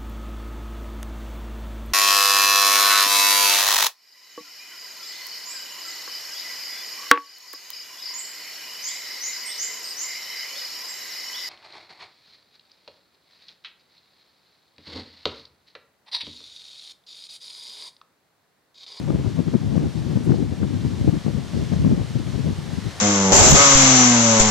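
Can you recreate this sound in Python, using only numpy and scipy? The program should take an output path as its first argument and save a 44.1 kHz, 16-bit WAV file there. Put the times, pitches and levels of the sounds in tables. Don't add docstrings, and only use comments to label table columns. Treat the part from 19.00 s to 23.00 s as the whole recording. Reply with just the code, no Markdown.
import sys
import numpy as np
from scipy import signal
from scipy.fft import rfft, irfft
from scipy.io import wavfile
from scipy.ndimage import uniform_filter1d, minimum_filter1d

SR = 44100
rng = np.random.default_rng(int(sys.argv[2]) if len(sys.argv) > 2 else 0)


def dump(signal):
    limited = np.clip(np.atleast_2d(signal).T, -1, 1)
    pcm = np.round(limited * 32767).astype(np.int16)
    wavfile.write(sys.argv[1], SR, pcm)


N = 176400
TIME_S = np.arange(N) / SR
BIN_HZ = np.maximum(np.arange(N // 2 + 1) * SR / N, 1)


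def undb(db):
    return 10 ** (np.asarray(db) / 20)


def unit(x):
    return x / np.sqrt(np.mean(x ** 2))


def curve(table):
    return np.interp(TIME_S, *np.array(table).T)


def colour(x, spectrum):
    hz, db = np.array(spectrum).T
    return unit(irfft(rfft(x) * undb(np.interp(np.log(BIN_HZ), np.log(hz), db)), N))


def walk(rate_hz):
    hold = max(int(SR / rate_hz), 2)
    steps = np.repeat(rng.standard_normal(N // hold + 1), hold)
    return unit(uniform_filter1d(uniform_filter1d(steps, hold), hold)[:N])


def wide_noise(correlation):
    shared = np.sqrt(correlation) * rng.standard_normal(N)
    return shared + np.sqrt(1 - correlation) * rng.standard_normal((2, N))


# freq_hz, gain_db
EDDY_SPECTRUM = [(10, -60), (25, -43), (36, -32), (62, -11.5), (100, -1.5), (155, 1), (250, -4),
                 (370, -11.5), (520, -25), (800, -41), (1500, -66), (4000, -91)]
# freq_hz, gain_db
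SHELTER_EQ = [(30, -16), (70, 1.5), (150, -3.5), (300, -5.5), (600, -5)]
PORT_COHERENCE, PORT_PHASE_RAD = 0.67, 1.74


def port_pressure():
    left, own = (colour(rng.standard_normal(N), EDDY_SPECTRUM) for _ in range(2))
    shared = np.real(signal.hilbert(left) * np.exp(-1j * PORT_PHASE_RAD))
    right = colour(PORT_COHERENCE * shared + np.sqrt(1 - PORT_COHERENCE ** 2) * own, SHELTER_EQ)
    ports = np.array([left, right])
    return ports / np.sqrt(uniform_filter1d(ports ** 2, size=2200))


# start_s, length_s, level_db, relative_rasp_db, left_minus_right_db
GUST_EVENTS = [(0.08,0.037,-21,-15,9), (0.133,0.025,-20,-17,7), (0.19,0.026,-25,-20,2),
               (0.243,0.038,-19,-23,14), (0.374,0.043,-18.5,-21.5,13), (0.469,0.024,-20,-22,9),
               (0.543,0.013,-12.5,-25.5,12), (0.705,0.11,-21,-16,13), (0.799,0.091,-21,-19.5,3),
               (0.95,0.04,-25,-35,17), (1.057,0.021,-23.5,-33,27), (1.117,0.01,-26.5,-26,19),
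               (1.153,0.02,-19.5,-26,8), (1.254,0.11,-17,-20.5,7.5), (1.367,0.071,-19.5,-25,16),
               (1.514,0.023,-21.5,-19,14), (1.604,0.054,-22,-19.5,8), (1.848,0.021,-21.5,-19,6.5),
               (1.979,0.11,-23,-20.5,5), (2.08,0.013,-12.5,-23,10), (2.114,0.069,-20.5,-21,9),
               (2.255,0.053,-20.5,-18,12), (2.344,0.043,-21,-24,29), (2.537,0.042,-21.5,-20,8),
               (2.584,0.062,-23,-23,6.5), (2.725,0.013,-18,-18,14), (2.794,0.047,-25,-30,-0.5),
               (2.845,0.036,-17,-20,6), (2.897,0.05,-16.5,-22,4.5), (2.947,0.1,-23.5,-18,11),
               (3.102,0.024,-29.5,-29,6), (3.15,0.028,-20.5,-23,12), (3.189,0.027,-25.5,-29,12),
               (3.271,0.015,-26,-24,17), (3.341,0.015,-22,-19,19), (3.38,0.027,-21.5,-23.5,17),
               (3.434,0.098,-22,-19,6.5), (3.581,0.014,-31.5,-29,1), (3.676,0.018,-27,-21,16),
               (3.722,0.026,-27,-30,12), (3.773,0.02,-24.5,-28,16), (3.857,0.027,-24.5,-36,11)]
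# time_s, level_db
FLOW_LEVELS = [(0,-27.5),(.2,-30),(.33,-33.5),(.65,-28),(.86,-31),(.92,-35.5),(1.0,-29.5),(1.45,-28),(1.57,-32),(1.7,-24.5),(2.1,-36),(2.21,-38.5),(2.35,-29),(2.47,-34.5),(2.85,-26.5),(3.07,-37.5),(3.45,-32.5),(3.62,-36),(3.8,-32.5),(3.88,-41.5),(3.93,-51),(4,-43.5)]
# freq_hz, gain_db
SLOW_FLOW_EQ = [(40, 9), (85, 3), (160, -1.5), (280, -4), (600, -4.5)]
# freq_hz, gain_db
RASP_SPECTRUM = [(150, -5.5), (350, 3), (550, 5.5), (900, -6.5), (1400, -17), (2500, -22), (6000, -63)]
FLOW_GAIN_DB, FLOW_WANDER_DB, FLOW_RIGHT_DB = 6.5, 2, -8.5
GUST_GAIN_DB, GUST_EDGE_S = 4.5, 0.012
BRIGHTEN_FROM_DB, BRIGHTEN_RANGE_DB = -26.5, 9
RASP_GUST_DB, RASP_FLOW_DB, RASP_RIGHT_DB = 1.5, -22.5, -4.5


def buffeting():
    pressure = port_pressure()
    deep_pressure = colour(port_pressure(), SLOW_FLOW_EQ)
    flow_db = curve(FLOW_LEVELS) + FLOW_GAIN_DB + FLOW_WANDER_DB * walk(rate_hz=27.95)
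    flow = undb(flow_db) * undb([[0], [FLOW_RIGHT_DB]])
    deep_power, bright_power = flow ** 2, 0
    rasp_power = (flow * undb(RASP_FLOW_DB)) ** 2
    for start_s, length_s, level_db, rasp_db, pan_db in GUST_EVENTS:
        progress = np.clip((TIME_S - start_s + GUST_EDGE_S) / (length_s + 2 * GUST_EDGE_S), 0, 1)
        port_gains = undb(GUST_GAIN_DB) * undb([[level_db], [level_db - pan_db]])
        power = (np.sin(np.pi * progress) * port_gains) ** 2
        hardness = np.clip((level_db - BRIGHTEN_FROM_DB) / BRIGHTEN_RANGE_DB, 0, 1)
        deep_power += (1 - hardness) * power
        bright_power += hardness * power
        rasp_power += power * undb(rasp_db + RASP_GUST_DB) ** 2
    rumble = deep_pressure * np.sqrt(deep_power) + pressure * np.sqrt(bright_power)
    rasp = colour(rng.standard_normal((2, N)) * np.abs(pressure), RASP_SPECTRUM)
    return rumble + rasp * np.sqrt(rasp_power) * undb([[0], [RASP_RIGHT_DB]])


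# time_s, gain_db
BASS_GAINS = [(0,-2.5),(.9,-4),(1.3,-6.5),(1.9,-3),(2.1,-1.5),(2.35,-3),(2.9,3),(3.2,2.5),(3.5,1.5),(4,5)]


def eddy_bass(wind, corner_hz=89):
    bass = signal.sosfiltfilt(signal.butter(2, corner_hz, fs=SR, output="sos"), wind)
    return wind + bass * (undb(curve(BASS_GAINS)) - 1)


# time_s, thump_db, crack_db, pitch_hz
SLAP_EVENTS = [(0.103, -7, -33, 260), (0.149, -13, -50, 209), (0.266, -9.5, -48, 170),
               (0.382, -8, -48, 170), (0.401, -10.5, -40, 230), (0.482, -10, -40, 180),
               (0.539, -8.5, -33, 270), (0.55, 0, -40, 220), (0.777, -6.5, -35.5, 232),
               (1.171, -4, -44, 202), (1.294, -3, -39, 150), (1.319, -4.5, -30.5, 165),
               (1.346, -11, -42, 160), (1.424, -5.5, -51, 170), (1.63, -6.5, -31.5, 200),
               (2.076, -8.5, -43, 280), (2.086, -11, -56, 141), (2.263, -9.5, -38, 240),
               (2.735, -12, -39, 160), (2.847, -7.5, -35, 149), (2.918, -7.5, -47, 190),
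               (3.002, -20, -41.5, 260)]
# freq_hz, gain_db
THUMP_SPECTRUM = [(20, -60), (60, -50), (120, -6.5), (200, 4.5), (300, -6), (450, -16.5), (800, -39),
                  (2000, -53), (5000, -88)]
# freq_hz, gain_db
CRACK_SPECTRUM = [(40, -40), (250, -12), (600, 0), (1000, 1), (1600, -6.5), (2600, -19), (6000, -63)]
THUMP_REF_HZ, THUMP_GAIN_DB, SLAP_RIGHT_DB = 200, 2, -21
CRACK_HALF_WIDTH_S, CRACK_GAIN_DB = 0.0038, 3


def slaps():
    swing = signal.hilbert(colour(signal.unit_impulse(N, "mid"), THUMP_SPECTRUM))
    swing /= np.abs(swing).max()
    swing_time_s = TIME_S - TIME_S[N // 2]
    thumps, crack_envelope = np.zeros(N, complex), np.zeros(N)
    for time_s, thump_db, crack_db, pitch_hz in SLAP_EVENTS:
        from_peak_s = TIME_S - (time_s + CRACK_HALF_WIDTH_S / 2)
        thump = np.interp(from_peak_s * pitch_hz / THUMP_REF_HZ, swing_time_s, swing, left=0, right=0)
        thumps += thump * np.exp(2j * np.pi * rng.random()) * undb(thump_db + THUMP_GAIN_DB)
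        crack_envelope += np.exp(-(from_peak_s / CRACK_HALF_WIDTH_S) ** 2) * undb(crack_db + CRACK_GAIN_DB)
    ports = np.real([thumps, thumps * np.exp(-1j * PORT_PHASE_RAD)])
    cracks = crack_envelope * colour(rng.standard_normal((2, N)), CRACK_SPECTRUM)
    return (ports + cracks) * undb([[0], [SLAP_RIGHT_DB]])


# freq_hz, gain_db
LEAF_SPECTRUM = [(300, 7.5), (1000, -11.5), (1800, 0.5), (2500, -2), (3100, 1), (4300, 0), (4900, -2.5),
                 (5600, -2.5), (8000, -9), (10000, -13.5), (12500, -20.5), (14500, -29), (15600, -48)]
# time_s, level_db
LEAF_LEVELS = [(0,-50),(.3,-48.5),(.6,-49),(.9,-48.5),(1.05,-47.5),(1.3,-48),(1.48,-49.5),(1.7,-48),(2.0,-46.5),(2.4,-47),(2.65,-45),(2.95,-47),(3.3,-45.5),(3.6,-45.5),(3.85,-44),(4,-43.3)]
LEAF_GAIN_DB, LEAF_FLUTTER_DB, LEAF_PAN_DB, LEAF_CORRELATION = 1.5, 0.23, 0.8, 0.74
TICKS_PER_S, TICK_SPREAD_DB, TICK_GAIN_DB = 800, 3.0, -9.5


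def leaflets():
    hiss = colour(wide_noise(LEAF_CORRELATION), LEAF_SPECTRUM)
    strikes = (rng.random(N) < TICKS_PER_S / SR) * rng.choice([-1, 1], N)
    sizes = undb(TICK_SPREAD_DB * np.minimum(rng.exponential(size=N), 5))
    pan_rad = rng.uniform(0, np.pi / 2, N)
    ticks = colour(strikes * sizes * np.array([np.cos(pan_rad), np.sin(pan_rad)]), LEAF_SPECTRUM)
    level_db = curve(LEAF_LEVELS) + LEAF_GAIN_DB + LEAF_FLUTTER_DB * walk(rate_hz=24)
    balance = undb([[LEAF_PAN_DB / 2], [-LEAF_PAN_DB / 2]])
    return (hiss + undb(TICK_GAIN_DB) * ticks) * undb(level_db) * balance


# peak_s, half_width_s, level_db, centre_hz
SWISHES_AND_SWELL = [(.765,0.0067,-52.5,5200),(0.988,.02,-56,4200),(1.252,0.016,-57.5,8700),(1.354,0.015,-54,4200),(1.812,0.01,-52,3400),(2.243,0.0095,-51,4500),(2.572,0.039,-54,4500),(2.748,0.014,-51.5,5000),(2.92,0.12,-58,5000),(3.9,0.24,-54.5,1750)]


def swishes_and_swell(gain_db=2.5, half_band_oct=0.49):
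    noise_spectrum = rfft(wide_noise(LEAF_CORRELATION))
    out = np.zeros((2, N))
    for peak_s, half_width_s, level_db, centre_hz in SWISHES_AND_SWELL:
        band = np.exp(-(np.log2(BIN_HZ / centre_hz) / half_band_oct) ** 2)
        envelope = np.exp(-((TIME_S - peak_s) / half_width_s) ** 2)
        out += unit(irfft(noise_spectrum * band, N)) * envelope * undb(level_db + gain_db)
    return out


# freq_hz, gain_db
RUSH_SPECTRUM = [(25, -21), (120, -9.5), (400, 4), (700, 2.5), (1000, 1.5), (1500, -3.5), (2500, -9),
                 (6000, -37)]
# time_s, level_db
RUSH_LEVELS = [(0,-51),(.7,-52),(1.2,-51),(1.5,-53),(2.1,-50.5),(2.7,-50),(3.1,-50.5),(3.6,-49),(3.8,-49.5),(4,-47.5)]


def far_rush(gain_db=4.5):
    return colour(wide_noise(correlation=0.64), RUSH_SPECTRUM) * undb(curve(RUSH_LEVELS) + gain_db)


def scene():
    return far_rush() + leaflets() + eddy_bass(buffeting()) + slaps() + swishes_and_swell()


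LOW_CUT_HZ, HIGH_CUT_HZ = 38, 15600
LIMIT_PEAK, LIMIT_WINDOW_SAMPLES = 0.85, 441


def record(dry):
    x = signal.sosfilt(signal.butter(3, LOW_CUT_HZ, "high", fs=SR, output="sos"), dry)
    needed_gain = LIMIT_PEAK / np.maximum(np.abs(x).max(axis=0), LIMIT_PEAK)
    held_gain = minimum_filter1d(needed_gain, LIMIT_WINDOW_SAMPLES)
    limited = x * uniform_filter1d(held_gain, LIMIT_WINDOW_SAMPLES)
    return signal.sosfilt(signal.ellip(8, .2, 80, HIGH_CUT_HZ, fs=SR, output="sos"), limited)


dry = scene()
out = record(dry)
dump(out)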